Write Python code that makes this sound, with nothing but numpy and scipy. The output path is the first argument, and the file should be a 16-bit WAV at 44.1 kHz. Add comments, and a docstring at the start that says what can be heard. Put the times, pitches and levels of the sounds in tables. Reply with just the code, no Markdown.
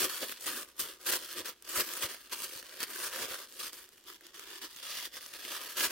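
"""The layers of a tissue-paper flower, pulled apart and fluffed by two hands, close above a craft table in a quiet room.
Each finger stroke drives a swarm of tiny buckles: noise bursts filtered into crinkle, crisp treble, rubbed pleats
and the hollow flexing of the petals. Single creases snap as short ringing bursts and jolt their petal.
Opening petals push soft puffs of low noise, over the room's faint hush, on a microphone pair:
alike in the bass and more independent in the treble."""
import sys
import numpy as np
from scipy import signal
from scipy.fft import rfft, irfft
from scipy.io import wavfile
from scipy.ndimage import uniform_filter1d

SR = 44100
rng = np.random.default_rng(int(sys.argv[2]) if len(sys.argv) > 2 else 0)


def transcribe(signal):
    """Save signal, clipped to [-1, 1], as a 16-bit WAV file at the path in sys.argv[1]."""
    frames = np.atleast_2d(signal).T
    limited = np.clip(frames, -1, 1)
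    pcm = np.round(limited * 32767).astype(np.int16)
    wavfile.write(sys.argv[1], SR, pcm)


N = 260626
TIME = np.arange(N) / SR   # s

# Strokes of the fingers through the paper: start t/s, length t/s, relative crinkle level/dB,
# swell over the stroke/dB, crisp treble against crinkle level/dB, flexing against crinkle level/dB
FINGER_STROKES = [(0.0, 0.049, -34, 1.5, 3.5, -8.0), (0.095, 0.225, -43.5, -6.5, 1.5, -15.5),
                  (0.219, 0.008, -42, 9, -12, -3.5), (0.336, 0.04, -52.5, 3.5, -7, -19),
                  (0.412, 0.042, -51.5, 1.0, 7.5, -11), (0.466, 0.16, -41.5, -8.5, 1.5, -9),
                  (0.686, 0.031, -63, -6, 0, -29), (0.8, 0.014, -42.0, -1, 10, -15),
                  (0.827, 0.11, -47.5, -9, 0.5, -9), (1.013, 0.019, -54, 0.0, 1.5, -7),
                  (1.067, 0.035, -37.5, 0, 5, -12.5), (1.123, 0.04, -35.5, -4.5, 3, -10.5),
                  (1.189, 0.15, -48.0, 4.5, 1, -13.5), (1.366, 0.029, -40, 5, -1.5, -6.5),
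                  (1.456, 0.035, -42.5, 1.5, 0, -12.5), (1.65, 0.026, -51.5, 3, -2, -10.5),
                  (1.694, 0.056, -43, 2, 3.0, -12.0), (1.761, 0.045, -35.5, 2.5, 3.5, -10.5),
                  (1.841, 0.15, -44.5, 0.5, 2.0, -12.5), (2.015, 0.025, -36, 7.5, 1, -10.5),
                  (2.093, 0.053, -46.0, 2.5, -1.5, -13), (2.169, 0.112, -57.0, -0.5, -1.0, -15),
                  (2.328, 0.014, -39.5, -3.5, -1, -16.5), (2.365, 0.082, -45.5, 8, 3.5, -12.5),
                  (2.467, 0.13, -49, 4, 1, -11.5), (2.642, 0.134, -53, 3, -3.5, -11.5),
                  (2.802, 0.034, -40.5, 3, -3.5, -15), (2.877, 0.1954, -44.5, 10, 1.5, -12),
                  (3.119, 0.13, -40.5, 6, -3, -10.5), (3.282, 0.064, -42.5, 6, -2, -10.5),
                  (3.368, 0.073, -48, 0, -1, -11.5), (3.473, 0.108, -59.0, 8.5, 4.5, -7),
                  (3.601, 0.081, -43.5, -3.5, 0, -17.5), (3.732, 0.11, -56, -4.0, 3.5, -14.0),
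                  (3.925, 0.076, -67, -0.5, 5, -5.5), (4.075, 0.086, -52.5, -9, -2.5, -12),
                  (4.238, 0.051, -56.5, 0.5, -10, -8.5), (4.347, 0.238, -50.5, 3, -4.5, -13.0),
                  (4.62, 0.026, -44.0, 5.5, -4, -17), (4.688, 0.11, -53.5, 8, -1.0, -27),
                  (4.827, 0.23, -42.5, 2, -2, -19.5), (5.136, 0.039, -45, 5, -3, -15.0),
                  (5.211, 0.14, -54.5, -7.5, 1, -17.5), (5.337, 0.237, -45.5, 10.5, -2.5, -14.5),
                  (5.614, 0.142, -45.5, -6, -1.0, -14.5), (5.772, 0.08, -33.0, 5.5, -1, -14.5),
                  (5.904, 0.015, -41.5, -3.5, -4, -12)]
# Fingertips in the folded pleats, a curve: t/s, rub against crinkle level/dB,
# hollow note against flexing level/dB, tilt of the pleat resonances/(dB per octave)
PLEAT_RUB = [(0, -14, -9.5, 0), (1.0, -8.5, -5, -5), (2.3, -11, -5.5, -4), (3.3, -10.5, -11, -3),
             (3.7, -9, -5, 2), (4.0, -1, 1, -9), (4.15, 7, 4, -8), (4.6, 0, 4, -10), (4.8, 8, -7, 2),
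             (5.05, 5, -20.5, -4), (5.15, -0.5, -14, -3), (5.91, -25, -7.5, -8)]
# Resonances of the rubbed pleats: f/Hz, width f/Hz, relative level/dB
PLEAT_RESONANCES = [(1940, 460, 0.5), (2960, 100, 6), (3406, 420, 12), (4750, 1200, 6.5)]
# Stiff creases that snap through: t/s, relative level/dB, pitch centre f/Hz, left-right level/dB
CREASE_SNAPS = [(.008, -18, 5300, 1), (.2313, -23, 2800, -1), (.2947, -24, 2200, 1), (.3229, -26, 1800, 2),
                (.41, -28, 9000, 0), (.46, -22, 9000, 0), (.467, -16, 9100, 2), (.689, -42, 4600, -1),
                (.7665, -45, 9200, 2), (.795, -18, 11700, -2), (1.013, -36, 4800, 1), (1.135, -22, 1400, 0),
                (1.328, -26, 8800, 1), (1.459, -25, 7100, 0), (1.4834, -25, 5500, 1), (1.624, -32, 8900, 2),
                (1.692, -23, 8700, -1), (1.937, -19, 9400, 0), (1.969, -22, 10800, 1),
                (1.975, -22, 10800, 2), (2.2964, -40, 5100, 0), (2.321, -26, 3400, 0),
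                (2.421, -23, 8900, -1), (2.627, -31, 1800, 0), (2.804, -23, 4700, 1), (2.83, -16, 5400, 2),
                (2.8366, -21, 10000, 2), (3.04, -22, 8000, 2), (3.16, -23, 1400, 0), (3.524, -32, 7400, -1),
                (3.594, -26, 5900, -2), (3.731, -27, 5700, -3), (3.89, -37, 6300, -4),
                (3.923, -44, 3500, -3), (4.04, -41, 5900, 0), (4.209, -39, 1500, -1),
                (4.267, -31, 5800, -2), (4.344, -34, 4800, -1), (4.395, -25, 5200, -2),
                (4.763, -29, 6900, -1), (5.262, -26, 5900, 0), (5.338, -26, 4100, -3),
                (5.45, -24, 3000, -2)]
# Petals swinging open: t/s, relative peak level/dB, swell time t/s
PETAL_PUFFS = [(.028, -48, 0.013), (.46, -58, .019), (.79, -56, 0.023), (1.085, -53, 0.011),
               (1.115, -54, 0.014), (1.375, -53, 0.015), (1.768, -47, .013), (2.036, -43.5, 0.0068),
               (2.555, -53, 0.0061), (3.048, -59, 0.012), (3.205, -53, .016), (3.3, -55, .012),
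               (5.78, -59, .015), (5.86, -54, .009)]

# Colour of the papery crinkle: f/Hz, relative level/dB
CRINKLE_SPECTRUM = [(550, -36), (780, -14), (880, -11), (965, -2), (1040, -6.5), (1200, -0.5), (1430, -5),
                    (1620, -0.5), (2120, -7), (3150, -4), (3800, -8.5), (4700, -5.5), (7000, -11.5),
                    (16000, -20.5)]
# Colour of the crisp treble: f/Hz, relative level/dB
CRISP_SPECTRUM = [(40, -41), (150, -26), (1500, -21), (3500, -7.5), (5500, -3), (7000, -3.5), (9000, -1.5),
                  (11500, -4), (13000, -0.5), (16000, -4.5)]
# Colour of whole petals flexing: f/Hz, relative level/dB
FLEX_SPECTRUM = [(70, -35.5), (130, -24), (205, -15), (243, -3.5), (275, -6), (355, -3.5), (440, -1),
                 (510, 5), (600, 0), (760, -10), (1100, -28.5), (2000, -79.5)]
# Colour of the snapping creases: f/Hz, relative level/dB
SNAP_SPECTRUM = [(80, -21), (350, -5.5), (800, -12.5), (1400, -4), (3300, -8), (6000, -10), (16000, -5.5)]
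# Colour of the pushed air: f/Hz, relative level/dB
PUFF_SPECTRUM = [(25, -34), (60, 0), (100, 2.5), (150, -5), (230, -1), (400, -15), (900, -48)]
# Colour of the room hush: f/Hz, relative level/dB
ROOM_SPECTRUM = [(20, -8), (60, 4), (130, -10.5), (350, 1.5), (700, -9), (1500, -9), (4000, -7),
                 (16000, -16.5)]
# Width of the microphone pair: f/Hz, side against mid level/dB
PAIR_WIDTH = [(60, -15), (140, -13), (250, -20), (360, -22), (500, -14), (750, -9.5), (1400, -8.8),
              (2500, -5.5), (4500, -3.2), (8000, -.3), (16000, 0)]
# Balance of the microphone pair: f/Hz, left against right level/dB
PAIR_BALANCE = [(300, 1), (1500, -1.5), (3200, 0.3), (4400, -4), (6000, -0.5), (7500, -0.5), (8700, 5),
                (10500, 2), (13000, 0), (16000, 3.5)]

# How each voice follows a stroke: attack/(dB per s), release/(dB per s), relative level while only held/dB
CRINKLE_RESPONSE = (690, 410, -69)
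CRISP_RESPONSE = (880, 540, -74)
FLEX_RESPONSE = (560, 364, -76)
CATCH_DB, FLEX_WAVER_DB = 0.96, 1.37   # rms wander: paper catches and gives, so a stroke is never even
PLEAT_PIVOT_HZ = 3000   # the pleat tilt turns about this pitch
HOLLOW_HZ, HOLLOW_WIDTH_HZ = 353.3, 118   # width of each of two passes
ROOM_DB = -66.5
# Lesser creases: TICK_DB is their middle level under a crinkle of TICK_AT_DB; they follow a share of its swing
TICKS_PER_S, TICK_DB, TICK_AT_DB, TICK_FOLLOWS, TICK_SPREAD_DB = 12, -36, -50, .75, 2
TICK_HZ = (2000, 10000)   # lowest and highest pitch
THUMP_DB, THUMP_HZ = -1, 1474   # jolt gain for a crease of this pitch; higher creases jolt less
CUTOFF_HZ = 15900


def from_db(db):
    """Decibels become an amplitude ratio."""
    return 10 ** (np.asarray(db) / 20)


def rms_one(x):
    """Scales a signal to an rms of 1."""
    return x / np.sqrt(np.mean(x ** 2) + 1e-20)


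def in_time(rows):
    """The columns of a curve, sample by sample."""
    s, *columns = np.transpose(rows)
    return [np.interp(TIME, s, column) for column in columns]


def wander(span_s):
    """Chance that holds for about this long; spread 1."""
    steps = rng.standard_normal(N // 20)
    return np.sqrt(3 / 2) * np.interp(TIME / span_s, np.arange(len(steps)), steps)


def resonance(x, hz, width_hz):
    """Two-pole band-pass with gain 1 on top."""
    r = np.exp(-np.pi * width_hz / SR)
    feedback = [1, -2 * r * np.cos(2 * np.pi * hz / SR), r * r]
    return signal.lfilter(np.array([1, 0, -1]) * (1 - r * r) / 2, feedback, x)


def colour(x, points, power=1, size=4096):
    """Causal (minimum-phase) filter that follows a table of f/Hz, level/dB."""
    hz, db = np.transpose(points)
    log_hz = np.log(np.arange(size // 2 + 1) * SR / size + 1)
    log_gain = np.log(from_db(np.interp(log_hz, np.log(hz), db)))
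    # folding the cepstrum forward makes the response causal
    cepstrum = irfft(power * log_gain)
    cepstrum[1:size // 2] *= 2
    cepstrum[size // 2 + 1:] = 0
    response = irfft(np.exp(rfft(cepstrum)))
    return signal.oaconvolve(np.atleast_2d(x), response[None], axes=1)[:, :N]


def stereo(pair):
    """Microphone pair: two unrelated signals become left and right, alike in the bass, independent in the treble."""
    mid, side = pair[0], colour(pair[1], PAIR_WIDTH)
    # takes back the power that the side signal adds
    even = [(hz, -10 * np.log10(1 + from_db(db) ** 2)) for hz, db in PAIR_WIDTH]
    left, right = colour(np.vstack([mid + side, mid - side]), even)
    left = colour(left, PAIR_BALANCE, power=1 / 2)
    right = colour(right, PAIR_BALANCE, power=-1 / 2)
    return np.vstack([left, right])


def steady(x, span_s):
    """Evens out the slow level and keeps the fine grain."""
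    power = uniform_filter1d(np.mean(x ** 2, axis=0), max(int(span_s * SR), 2))
    return x / np.sqrt(np.abs(power) + 1e-12)


def fade(energy, t60):
    """Spreads each parcel of energy over an exponential decay of 60 dB in t60 seconds."""
    r = from_db(-120 / (t60 * SR))
    return signal.lfilter([1 - r], [1, -r], energy + 1e-18)


def scatter(x, echo_db, t60):
    """Moving petals, table and room return a short diffuse tail that never repeats."""
    tail = np.sqrt(fade(x ** 2, t60)) * rng.standard_normal(x.shape)
    return x + from_db(echo_db) * tail


def folds(x, ring_db, t60, size=8192):
    """Cavities between the petals ring briefly; they change shape as the hands move, so no pitch holds."""
    t = TIME[:SR // 60]
    out, hop = np.zeros((2, N + 3 * size)), size // 2
    padded = np.pad(x, ((0, 0), (hop, size)))
    blend = np.sqrt(signal.get_window("hann", size))
    for at in range(0, N + hop, hop):
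        cavity = rng.standard_normal((2, len(t))) * from_db(-60 * t / t60)
        cavity *= from_db(ring_db) / np.sqrt(np.sum(cavity ** 2, axis=1, keepdims=True))
        cavity[:, 0] += 1   # direct sound
        rung = signal.fftconvolve(padded[:, at:at + size] * blend, cavity, axes=1)
        out[:, at:at + size + len(t) - 1] += rung
    return out[:, hop:hop + N]


def handling(response, against_db=0):
    """Level/dB of one voice of the sheet: each stroke rises fast, swells or sags while it lasts, and dies away."""
    attack_db_per_s, release_db_per_s, held_db = response
    t = TIME[::32]
    start, length, level_db, swell_db = np.transpose(FINGER_STROKES)[:4, :, None]
    age = t - start
    db = level_db + np.reshape(against_db, (-1, 1)) + swell_db * (np.clip(age / length, 0, 1) - .5)
    db = db - attack_db_per_s * np.maximum(-age, 0)
    db = db - release_db_per_s * np.maximum(age - length, 0)
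    power = np.sum(from_db(db) ** 2, axis=0) + from_db(held_db) ** 2
    return np.interp(TIME, t, 10 * np.log10(power))


def buckles(level_db, per_s, rate_growth, spread_db, clump_db, shift_db, focus, t60, count=7):
    """Buckles come in little avalanches, more in a harder pull; each is a fresh burst from one facet of the sheet."""
    rate = per_s * from_db(rate_growth * (level_db - np.median(level_db)))
    size_db = spread_db * np.minimum(rng.exponential(1, N), 4)
    sizes = from_db(size_db + clump_db * wander(span_s=.006))
    energy = sizes ** 2 * (rng.random(N) < rate / SR)
    dealt, out = rng.integers(0, count, N), 0
    for k, hz in enumerate(np.geomspace(1250, 13000, count)):
        burst = np.sqrt(fade(energy * (dealt == k), t60)) * rng.standard_normal((2, N))
        # the strain moves from facet to facet, so the colour shifts
        load = from_db(shift_db * wander(span_s=.05))
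        out = out + burst + focus * load * resonance(burst, hz, hz / 3)
    scattered = scatter(out, echo_db=-6, t60=.07)
    return stereo(folds(scattered, ring_db=-7, t60=.02))


def rustle(crinkle_db, crisp_db, flex_db):
    """One swarm of buckles sounds as papery crinkle, crisp treble, rubbed pleats and hollow flexing of whole petals."""
    rub_db, hollow_db, tilt_db = in_time(PLEAT_RUB)
    swarm = buckles(crinkle_db, per_s=2400, rate_growth=.55, spread_db=2.0, clump_db=0.5,
                    shift_db=3.0, focus=0.48, t60=0.0038)
    pleats = 0
    for hz, width_hz, db in PLEAT_RESONANCES:
        gain = from_db(db + tilt_db * np.log2(hz / PLEAT_PIVOT_HZ))
        pleats = pleats + gain * resonance(swarm, hz, width_hz)
    crinkle = rms_one(colour(swarm, CRINKLE_SPECTRUM))
    crinkle = steady(crinkle + from_db(rub_db) * rms_one(pleats), span_s=0.052)
    crisp = steady(colour(swarm, CRISP_SPECTRUM), span_s=0.047)
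    paper = from_db(crinkle_db - 0.08) * crinkle + from_db(crisp_db - 0.35) * crisp
    # a narrow hollow note joins the flexing, stronger or weaker with the curve
    flex = rms_one(colour(swarm, FLEX_SPECTRUM))
    note = resonance(flex, HOLLOW_HZ, HOLLOW_WIDTH_HZ)
    note = resonance(note, HOLLOW_HZ, HOLLOW_WIDTH_HZ)
    flex = steady(flex + from_db(hollow_db) * rms_one(note), span_s=0.056)
    flex = from_db(flex_db + 0.2 + FLEX_WAVER_DB * wander(span_s=.03)) * flex
    return from_db(CATCH_DB * wander(span_s=.02)) * (paper + flex)


def room():
    """The faint, dull hush of the room: steady coloured noise."""
    hush = colour(rng.standard_normal((2, N)), ROOM_SPECTRUM)
    return from_db(ROOM_DB) * rms_one(stereo(hush))


def ticks(crinkle_db):
    """Lesser creases give way at random, louder under a harder stroke; rows as in CREASE_SNAPS."""
    when, size, pitch, place = rng.random((round(TICKS_PER_S * N / SR), 4)).T
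    swing_db = crinkle_db[(when * N).astype(int)] - TICK_AT_DB
    level_db = TICK_DB + TICK_FOLLOWS * swing_db + TICK_SPREAD_DB * (2 * size - 1)
    low_hz, high_hz = TICK_HZ
    hz = low_hz * (high_hz / low_hz) ** pitch
    pan_db = 2 * (2 * place - 1)
    return list(zip(when * N / SR, level_db, hz, pan_db))


def facet(hz, t60, focus):
    """One crease rings: a brief noise burst of dense modes, stressed around its pitch; rms 1 over the first millisecond."""
    t = TIME[:SR // 50]
    burst = rng.standard_normal((2, len(t))) * from_db(-60 * t / t60)
    burst = burst + focus * resonance(burst, hz, hz / 2)
    return burst / np.sqrt(np.mean(burst[:, :SR // 1000] ** 2))


def snaps(creases):
    """A stiff crease flips over with one sharp tick; larger, lower ones ring longer and jolt the petal more."""
    out, jolts = np.zeros((2, 2, N + SR))
    for s, level_db, hz, pan_db in creases:
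        mid, side = facet(hz, t60=.008 * np.sqrt(6000 / hz), focus=2.2)
        lean = (from_db(pan_db) - 1) / (from_db(pan_db) + 1)   # positive is left
        tick = from_db(level_db) * np.array([mid, side + lean * mid])
        at = max(round(s * SR), 0)
        out[:, at:at + len(mid)] += tick
        jolts[:, at:at + len(mid)] += THUMP_HZ / hz * tick
    crack = from_db(-2.5) * colour(scatter(out, echo_db=-8, t60=.07), SNAP_SPECTRUM)
    thump = from_db(THUMP_DB) * colour(jolts, FLEX_SPECTRUM)
    return stereo(crack + thump)


def puffs():
    """Air pushed by a swinging petal swells and dies in a few hundredths of a second."""
    push = np.zeros(N)
    for s, peak_db, swell_s in PETAL_PUFFS:
        age = np.clip((TIME - s) / swell_s, 0, 20)
        push += from_db(peak_db) * age * np.exp(1 - age)
    air = stereo(colour(rng.standard_normal((2, N)), PUFF_SPECTRUM))
    return from_db(-7) * push * steady(air, span_s=.04)


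def scene():
    """The same strokes drive every voice of the sheet; the room, creases and puffs of air join in."""
    *_, treble_db, flexing_db = np.transpose(FINGER_STROKES)
    crinkle_db = handling(CRINKLE_RESPONSE)
    crisp_db = handling(CRISP_RESPONSE, treble_db)
    flex_db = handling(FLEX_RESPONSE, flexing_db)
    paper = rustle(crinkle_db, crisp_db, flex_db)
    return paper + room() + snaps(CREASE_SNAPS + ticks(crinkle_db)) + puffs()


def record(dry):
    """The top is cut steeply by an elliptic low-pass."""
    top_cut = signal.ellip(12, .1, 80, CUTOFF_HZ, fs=SR, output="sos")   # ripple and stopband in dB
    return signal.sosfilt(top_cut, dry)


dry = scene()
out = record(dry)
transcribe(out)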